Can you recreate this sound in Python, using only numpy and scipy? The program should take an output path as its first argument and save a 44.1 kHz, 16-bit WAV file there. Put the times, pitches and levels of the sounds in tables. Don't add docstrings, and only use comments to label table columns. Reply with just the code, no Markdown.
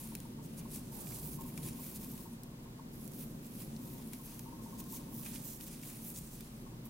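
import sys
import numpy as np
from scipy import signal
from scipy.fft import rfft, irfft
from scipy.io import wavfile
from scipy.ndimage import uniform_filter1d

SR = 44100
rng = np.random.default_rng(int(sys.argv[2]) if len(sys.argv) > 2 else 0)


def volts_from_db(level):
    exponent = np.asarray(level, float) / 20
    return 10 ** exponent


def int16_out(signal):
    q = np.round(np.clip(np.atleast_2d(signal).T, -1, 1) * 32767)
    wavfile.write(sys.argv[1], SR, q.astype(np.int16))


N = 304069
T = np.arange(N) / SR
FREQ = np.maximum(np.arange(N // 2 + 1) * SR / N, 1)

# frequency in Hz, level in dB, 60 dB decay time in seconds.
SHAFT = [
    (2490, 2, 0.017),
    (2900, 0, 0.012),
    (3590, -1, .009),
    (1810, -5, 0.006),
]
# time in seconds, lowest shaft mode in Hz, extra body click of a knock in dB.
GRIP = [(0.15, 2700, 0), (0.2, 2800, -2), (0.61, 2350, -5), (1.1, 2450, -2), (1.58, 2300, 0),
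        (1.69, 2500, -1), (2.05, 2500, 0), (4.13, 2400, -1), (4.39, 2650, 3), (4.8, 2650, 0),
        (5.23, 2700, 2), (5.26, 2500, 1), (5.36, 2450, -2), (5.61, 2500, 4), (5.83, 2300, -1),
        (6.41, 2400, 0)]


def on_log_hz(table):
    hz, value = np.transpose(table)
    return np.interp(np.log(FREQ), np.log(hz), value)


def band(x, lo_hz, hi_hz):
    return signal.sosfilt(signal.butter(2, [lo_hz, hi_hz], "band", fs=SR, output="sos"), x)


def ring(x, hz, t60):
    pole = np.exp(2j * np.pi * hz / SR - np.log(1000) / (t60 * SR))
    return signal.lfilter([1], [1, -pole], x).imag


def walk(rate):
    hold = int(SR / rate)
    steps = np.repeat(rng.standard_normal(N // hold + 1), hold)
    return 1.06 * uniform_filter1d(uniform_filter1d(steps, hold), hold)[:N]


def pair(mid, side, pan_db):
    return np.array([(mid + side) * volts_from_db(pan_db / 2), (mid - side) * volts_from_db(-pan_db / 2)])


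def room_air():
    # frequency in Hz, width in Hz, height over the air noise in dB.
    room_modes = [(29.8, 10, 9), (56.3, 13, 7), (119.7, 9.7, 5), (145.9, 15, 8), (170.7, 23, 2.5),
                  (222.8, 19, 7), (247.7, 11, 4.5), (311, 7.9, 4), (377.7, 14, 3.5), (538.4, 10, 4.5)]
    # frequency in Hz, density in dB per Hz.
    air = [(15, -91.5), (40, -82.5), (80, -85.5), (118, -75.5), (250, -74), (400, -85), (700, -94.5),
           (1100, -98.5), (1400, -103), (2500, -106.5), (4500, -108), (9000, -108.5), (12000, -108),
           (16000, -108)]
    # frequency in Hz, side minus mid in dB.
    air_side = [(60, -20), (110, -23), (200, -20), (380, -7.5), (700, -0.5), (1290, 3.5), (2380, 4),
                (4400, 4), (8120, 1.5), (15000, -0.5)]
    # time in seconds, hum level in dB.
    hum = [(0.0, -48.5), (0.9, -48), (1.1, -46.5), (1.44, -46.5), (1.5, -49), (1.7, -46.5), (1.78, -49),
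           (2.01, -47), (2.7, -50), (3.05, -47.5), (3.5, -46), (3.95, -46), (4.2, -51), (4.43, -48),
           (6.31, -50), (6.54, -51.5), (6.62, -48.5), (6.89, -48.5)]
    lift = sum(volts_from_db(db) ** 2 / (1 + (2 * (FREQ - hz) / width) ** 2) ** 2 for hz, width, db in room_modes)
    shape = volts_from_db(on_log_hz(air)) * np.sqrt((1 + lift) * SR / 2)
    mid, side = rfft(rng.standard_normal((2, N))) * shape
    both = pair(mid, side * volts_from_db(on_log_hz(air_side)), 0.43)
    low = 1 / (1 + (FREQ / 600) ** 4)
    swell_db = np.interp(T, *np.transpose(hum)) + 1.6 * walk(4.5)
    bass = irfft(both * low, N) * volts_from_db(swell_db - swell_db.mean())
    return bass + irfft(both * (1 - low), N)


def motor():
    # frequency in Hz, level in dB rms.
    lines = [
        (30.2, -64.5),
        (56.0, -66),
        (119.7, -63),
    ]
    out = np.zeros(N)
    for hz, db in lines:
        tone = np.sqrt(2) * np.sin(2 * np.pi * hz * T + 0.62 * walk(4))
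        out += volts_from_db(db + 2.0 * walk(5.4)) * tone
    return out


def shaking():
    # time in seconds, peak level in dB, seconds to settle by 10 dB.
    jolts = [(0.02, -57, .04), (0.125, -60, .04), (0.25, -63, .045), (0.39, -60, .05), (0.66, -62, .04),
             (0.75, -63, .09), (0.92, -60.5, .08), (1.2, -65, .15), (1.385, -52, .12), (1.56, -64, .6),
             (1.8, -58.5, .035), (2.03, -59, .04), (2.13, -60.5, .09), (2.26, -64.5, .09), (2.52, -68, .3),
             (2.66, -64, .07), (2.795, -57, .045), (3.01, -70, .05), (3.61, -68, .07), (3.8, -64, .5),
             (4.19, -64, .4), (4.455, -58.5, .7), (4.6, -58, .5), (4.85, -62, .1), (4.92, -59.5, .35),
             (5.85, -70, .25), (6.67, -60, .05), (6.86, -64.5, .06)]
    rise_s, rest_db = .015, -76.0
    loudest_db = np.full(N, rest_db)
    for s, db, settle_s in jolts:
        loudest_db = np.maximum(loudest_db, db + 10 * np.minimum((T - s) / rise_s, (s - T) / settle_s))
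    return volts_from_db(loudest_db)


def rattle():
    # frequency in Hz, level in dB, 60 dB decay time in seconds.
    modes = [
        (924, -4.5, 0.077),
        (1071, -0.5, 0.052),
        (930, -5.5, 0.018),
    ]
    turn_hz, start_turns = 14.975, .64
    turn = (T * turn_hz - start_turns) % 1
    strong = np.exp(-((turn - .14) / 0.066) ** 2)
    weak = 0.47 * np.exp(-((turn - .45) / 0.08) ** 2)
    knocks = rng.standard_normal((2, N)) * (strong + weak + 0.15) * volts_from_db(0.8 * walk(24.94))
    panel = band(sum(volts_from_db(db) * ring(knocks, hz, t60) for hz, db, t60 in modes), 890, 1070)
    panel = panel / panel.std()
    return pair(panel[0], 0.57 * panel[1], 1.7) * shaking() * volts_from_db(-1.2)


def cloth():
    # time in seconds, half length in ms, level in dB rms.
    shifts = [(0.614, 8, -58.5), (0.77, 25, -66), (1.12, 150, -61), (1.63, 45, -63), (3.62, 40, -68),
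              (4.75, 70, -67), (5.28, 40, -67), (0.58, 4, -63), (5.259, 3, -59), (1.596, 3, -61),
              (1.0, 60, -62)]
    swell = sum(volts_from_db(db) * np.exp(-(1000 * (T - s) / half_ms) ** 2 / 2) for s, half_ms, db in shifts)
    grains = rng.standard_normal((2, N)) * volts_from_db(3.0 * walk(60))
    shuffle = band(np.cumsum(grains, axis=1), 240, 1300)
    return pair(shuffle[0], .6 * shuffle[1], 1.5) * swell / shuffle.std()


def touches():
    # time in seconds, crack level in dB, contact in ms,
    # body click relative to the crack in dB, left minus right in dB.
    tips = [(0.58, -54, 1.5, -11, 0), (0.7591, -40, 2.2, -16, -3), (1.4107, -45.5, 1.6, -22, -6),
            (1.6309, -48.5, 2.5, -3, 3), (1.9512, -47, 0.92, -17, 1), (1.96, -42, 1.3, -16, -2),
            (2.4345, -44.5, 0.7, -10.5, 1), (3.0543, -50, 0.6, -17, -2), (3.0681, -58, 0.4, -21, -3),
            (3.0778, -44, 0.6, -16, -4), (3.1198, -51, 0.5, -15, -3), (3.1359, -52, 0.5, -8, -4),
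            (3.4665, -49, 2.5, -15, -4), (3.621, -48, 2.5, -9, -8), (3.764, -62, 1, 12, 2),
            (4.7845, -50, 0.9, -15, 1), (4.8404, -52, 1.2, -5, -1), (5.7295, -49, 1.8, -13, -1),
            (6.103, -43, 1, -23, 0), (6.162, -56, 0.81, 8, 5), (6.8551, -54, 1.3, -10, -1),
            (1.2364, -50, 1.2, -14, -2), (5.191, -52, 1.2, -6, -2), (0.9233, -51, 1, -19, -5),
            (1.4795, -49, 1, -20, -1.5), (1.8198, -50, 1, -17, -2.5), (4.1474, -51, 1.5, -10, 1),
            (4.9734, -50, 1.5, -8, -1), (5.7184, -50, 1.2, -14, -0.6), (6.0496, -48, 1, -20, -2)]
    # time in seconds, crack level in dB, contact in ms,
    # shaft ring relative to the crack in dB, left minus right in dB.
    knocks = [(0.1521, -36, 1.2, -8, 1), (0.2026, -44.5, 0.8, -10, 2), (0.612, -60, 2.5, 6, 0),
              (1.0696, -51, 1.5, 1.5, -2), (1.11, -52, 1.2, -1, 1), (1.123, -56, 2.2, 6, 2),
              (1.156, -58, 1.5, 3, -1), (1.5, -60, 1.5, 4, 0), (1.5765, -42.5, 2.8, -1.5, 3),
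              (1.686, -42.5, 2.4, -4.5, 1), (2.0455, -45, 0.8, -9, -2), (2.178, -47.5, 2.5, -6.5, 0),
              (5.357, -54, 2.8, 5, -3), (3.448, -55, 1.1, -5, -2), (4.1337, -40, 2.3, -8, 5),
              (4.3934, -41.5, 1.5, -11, -1), (4.802, -46, 1.2, -10, 1), (5.2333, -46, 0.7, -8, -5),
              (5.2529, -48, 0.4, -6.5, 6), (5.2618, -44, 2.8, 1, 1), (5.6098, -45, 1.5, -6, 2),
              (5.6688, -50, 1.2, -10, -2), (5.8335, -51, 2.8, 3.5, 0), (6.4072, -43.5, 2.9, -9, -4),
              (0.598, -64, 2.5, 6, 0), (0.756, -62, 2.8, 7, 0), (0.778, -63, 2.5, 6, 0),
              (5.2575, -56, 1, 4, 1), (5.6035, -58, 2, 4, -1), (5.742, -62, 2, 5, 0)]
    out = [(s, db, ms, body_db, -19, pan_db) for s, db, ms, body_db, pan_db in tips]
    for s, db, ms, shaft_db, pan_db in knocks:
        grip_db = np.interp(s, *np.transpose(GRIP)[::2])
        body_db = -7 + .4 * shaft_db + grip_db
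        out.append((s, db, ms, body_db, shaft_db - 1, pan_db))
    return out


def ticks():
    length = 2048
    echo_s, echo_db = .0043, -7
    out, t = np.zeros((2, N + length)), np.arange(length) / SR
    for s, crack_db, contact_ms, body_db, shaft_db, pan_db in touches():
        noise = rng.standard_normal((2, length))
        grip = np.interp(s, *np.transpose(GRIP)[:2]) / SHAFT[0][0]
        fade = np.exp(-1000 * t / max(contact_ms, .1)) + 0.14 * np.exp(-t / 0.0096)
        blows, pushes = noise * fade, .6 * noise * fade
        blows[0, 0] = pushes[0, 0] = 5.5
        crack = band(band(blows, 7000, 16300), 6300, 17000) + 0.018 * ring(blows, 11000, 0.0071)
        body = band(band(pushes + .25 * blows, 3500, 6200), 3300, 7000)
        shaft = sum(volts_from_db(db) * ring(pushes, hz * grip, t60) for hz, db, t60 in SHAFT)
        shaft = band(shaft + 8.0 * pushes, 1500, 4300)
        touch = np.zeros((2, length))
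        for part, db, echoes in ((crack, 0, 0), (body, body_db, 1), (shaft, shaft_db, 1)):
            late = np.roll(part, int(echo_s * SR), axis=1) * (t > echo_s)
            part = part + echoes * volts_from_db(echo_db) * late
            touch += volts_from_db(db) * part * np.sqrt(SR / 1000 / np.sum(part[0] ** 2))
        side = touch[1] * np.sqrt(np.sum(touch[0] ** 2) / np.sum(touch[1] ** 2))
        i = int(s * SR)
        out[:, i:i + length] += volts_from_db(crack_db) * pair(touch[0], 0.5 * side, pan_db)
    return out[:, :N]


def strokes():
    # time in seconds, half length in ms, fibre hiss in dB,
    # skin drag relative to the hiss in dB, brightest frequency in Hz.
    yarn = [(0.0, 87, -51.0, -7.5, 10200), (0.45, 17, -57.0, -5.0, 8300), (0.91, 37, -63.0, -7.0, 13400),
            (0.953, 26, -48.5, -10.5, 13400), (1.009, 25, -46.5, -9.5, 9200),
            (1.081, 41, -49.5, -7.5, 13000), (1.162, 40, -45.0, -8.0, 9100),
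            (1.259, 35, -45.0, -10.0, 14600), (1.337, 25, -48.5, -7.5, 11500),
            (2.118, 20, -53.5, -8.5, 13300), (2.639, 15, -66.5, -12.0, 7800),
            (2.952, 24, -59.5, -8.5, 11900), (3.031, 39, -55.0, -10.0, 10900),
            (3.148, 13, -54.5, -14.5, 15000), (3.202, 98, -58.0, -6.0, 13800),
            (3.38, 73, -65.5, -10.0, 6500), (4.197, 31, -60.0, -8.5, 10000),
            (4.259, 16, -52.5, -11.5, 12600), (4.936, 35, -50.0, -5.5, 12600),
            (5.145, 17, -55.0, -15.5, 14000), (5.218, 77, -50.5, -8.5, 14100),
            (5.464, 27, -46.0, -17.0, 14300), (5.498, 42, -49.5, -4.5, 14300),
            (5.547, 35, -54.0, -6.0, 13100), (5.966, 16, -54.5, -7.5, 9800),
            (6.075, 77, -52.0, -7.5, 12200), (6.08, 32, -48.0, -15.0, 12500),
            (6.185, 9, -48.5, -11.0, 13000), (6.343, 29, -54.0, -6.0, 8100)]
    stitches = [(0.589, 12, -51.5, -5.5, 9800), (0.75, 32, -47.5, -5.0, 9500),
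                (1.418, 29, -52.5, -9.5, 15000), (1.482, 20, -51.5, -9.5, 12700),
                (1.556, 56, -58.5, -8.0, 10700), (1.581, 10, -53.0, -4.5, 10500),
                (1.663, 26, -46.5, -9.0, 10700), (1.863, 66, -48.5, -9.0, 13300),
                (1.961, 15, -48.5, -6.5, 9800), (2.026, 28, -50.5, -8.0, 13400),
                (2.147, 106, -55.0, -6.5, 13300), (2.333, 24, -64.0, -6.5, 9100),
                (3.211, 26, -49.0, -12.0, 13800), (3.456, 26, -56.5, -8.5, 15000),
                (3.591, 69, -54.5, -6.5, 11500), (3.892, 78, -54.5, -7.0, 12600),
                (4.081, 27, -55.5, -9.5, 10700), (4.331, 111, -57.0, -7.5, 12400),
                (4.645, 21, -59.0, -5.0, 12200), (4.801, 10, -48.0, -6.5, 14600),
                (4.805, 168, -60.5, -3.0, 14800), (4.96, 16, -49.0, -4.0, 6500),
                (5.38, 56, -53.0, -5.0, 9100), (5.628, 23, -50.5, -7.0, 11400),
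                (5.676, 12, -49.5, -6.0, 15000), (5.877, 46, -50.5, -8.0, 8300),
                (6.17, 17, -50.5, -2.5, 8600), (6.221, 78, -56.5, -5.0, 8100),
                (6.86, 10, -53.0, -13.0, 13600)]
    # time in seconds, half length in ms, fibre hiss in dB,
    # skin drag relative to the hiss in dB.
    slides = [(0.097, 160, -59, -7), (0.618, 133, -62.5, -7), (0.846, 59, -63, -1.5), (4.5, 50, -65, -5),
              (1.682, 77, -54.5, -5.5), (3.614, 16, -52, -9), (3.737, 46, -63, -0.4), (4.006, 32, -59, -5),
              (4.143, 20, -55, -6), (4.312, 46, -58.5, -2.5), (5.015, 62, -63, -1.5),
              (5.275, 22, -52.5, -6), (5.316, 60, -53, -7), (5.355, 18, -50, -2), (5.723, 43, -56, -3.5),
              (5.915, 69, -57, -5), (5.79, 40, -61, -4), (6.423, 65, -60, -3), (6.583, 93, -66, -6)]
    # time in seconds, left minus right in dB.
    hand = [(0, -0.6), (0.8, 0.3), (0.95, -4.5), (1.3, -2.5), (1.7, -0.6), (2.2, 0.3), (3.0, -1.6),
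            (3.5, -2.5), (4.1, 0.4), (5.0, -0.6), (5.4, -4.5), (5.7, -1.2), (6.89, -0.8)]
    bright_slides = [(*row, 9500) for row in slides]
    out = []
    for rows, scrape_db in ((yarn, -18.5), (stitches, -14), (bright_slides, -7)):
        out += [(*row, scrape_db, np.interp(row[0], *np.transpose(hand))) for row in rows]
    return out


def rub():
    # centre in Hz, width in Hz.
    bands = [
        (500, 3000),
        (2600, 3000),
        (6400, 4500),
        (12000, 6800),
    ]
    length = 32768
    lag_s = 5e-6
    edge = 2.4
    out = np.zeros((2, N + 2 * length))
    t, hz = (np.arange(length) - length // 2) / SR, np.arange(1, length // 2 + 2) * SR / length
    table_db = 1.65 * np.exp(-((hz - 10300) / 700) ** 2)
    shaft_db = 3.0 * np.exp(-((hz - SHAFT[0][0]) / 260) ** 2)
    centre, width = np.transpose(bands)
    for s, half_ms, hiss_db, drag_db, shine_hz, scrape_db, pan_db in strokes():
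        parts_db = np.array([-10.5 + scrape_db, scrape_db + 0.8, drag_db + 1.4, 0])
        density = hiss_db + parts_db - 10 * np.log10(width)
        bumps_db = 1.3 * np.interp(np.sqrt(hz / 16000), np.arange(25) / 24, rng.standard_normal(25))
        shine_db = 3.2 * (np.exp(-((hz - shine_hz) / 1500) ** 2) - .3)
        colour_db = np.interp(np.log(hz), np.log(centre), density) + table_db + shaft_db + bumps_db + shine_db
        clusters = np.repeat(rng.standard_normal(length // 128), 128)
        slips = volts_from_db(1.6 * rng.exponential(size=length) + 1.6 * clusters)
        grains = rng.standard_normal((3, length)) * slips / np.sqrt(np.mean(slips ** 2))
        direct, *scattered = rfft(grains) * volts_from_db(colour_db) * np.sqrt(SR / 2)
        lag = np.exp(1j * np.pi * hz * lag_s * pan_db)
        both = np.array([direct * lag, direct / lag]) + .85 * np.array(scattered)
        both = both * volts_from_db([[pan_db / 2], [-pan_db / 2]])
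        swell = np.exp(-np.abs(960 * t / half_ms) ** edge / 2)
        i = int(s * SR) + length // 2
        out[:, i:i + length] += irfft(both, length) * swell
    return out[:, length:length + N] * volts_from_db(-4.5)


def scene():
    return room_air() + motor() + rattle() + cloth() + ticks() + rub()


def roll_off(x):
    return signal.sosfilt(signal.butter(12, 17050, fs=SR, output="sos"), x)


def record(dry):
    mix = irfft(rfft(dry) * (FREQ < 15850), N)
    return roll_off(mix)


dry = scene()
out = record(dry)
int16_out(out)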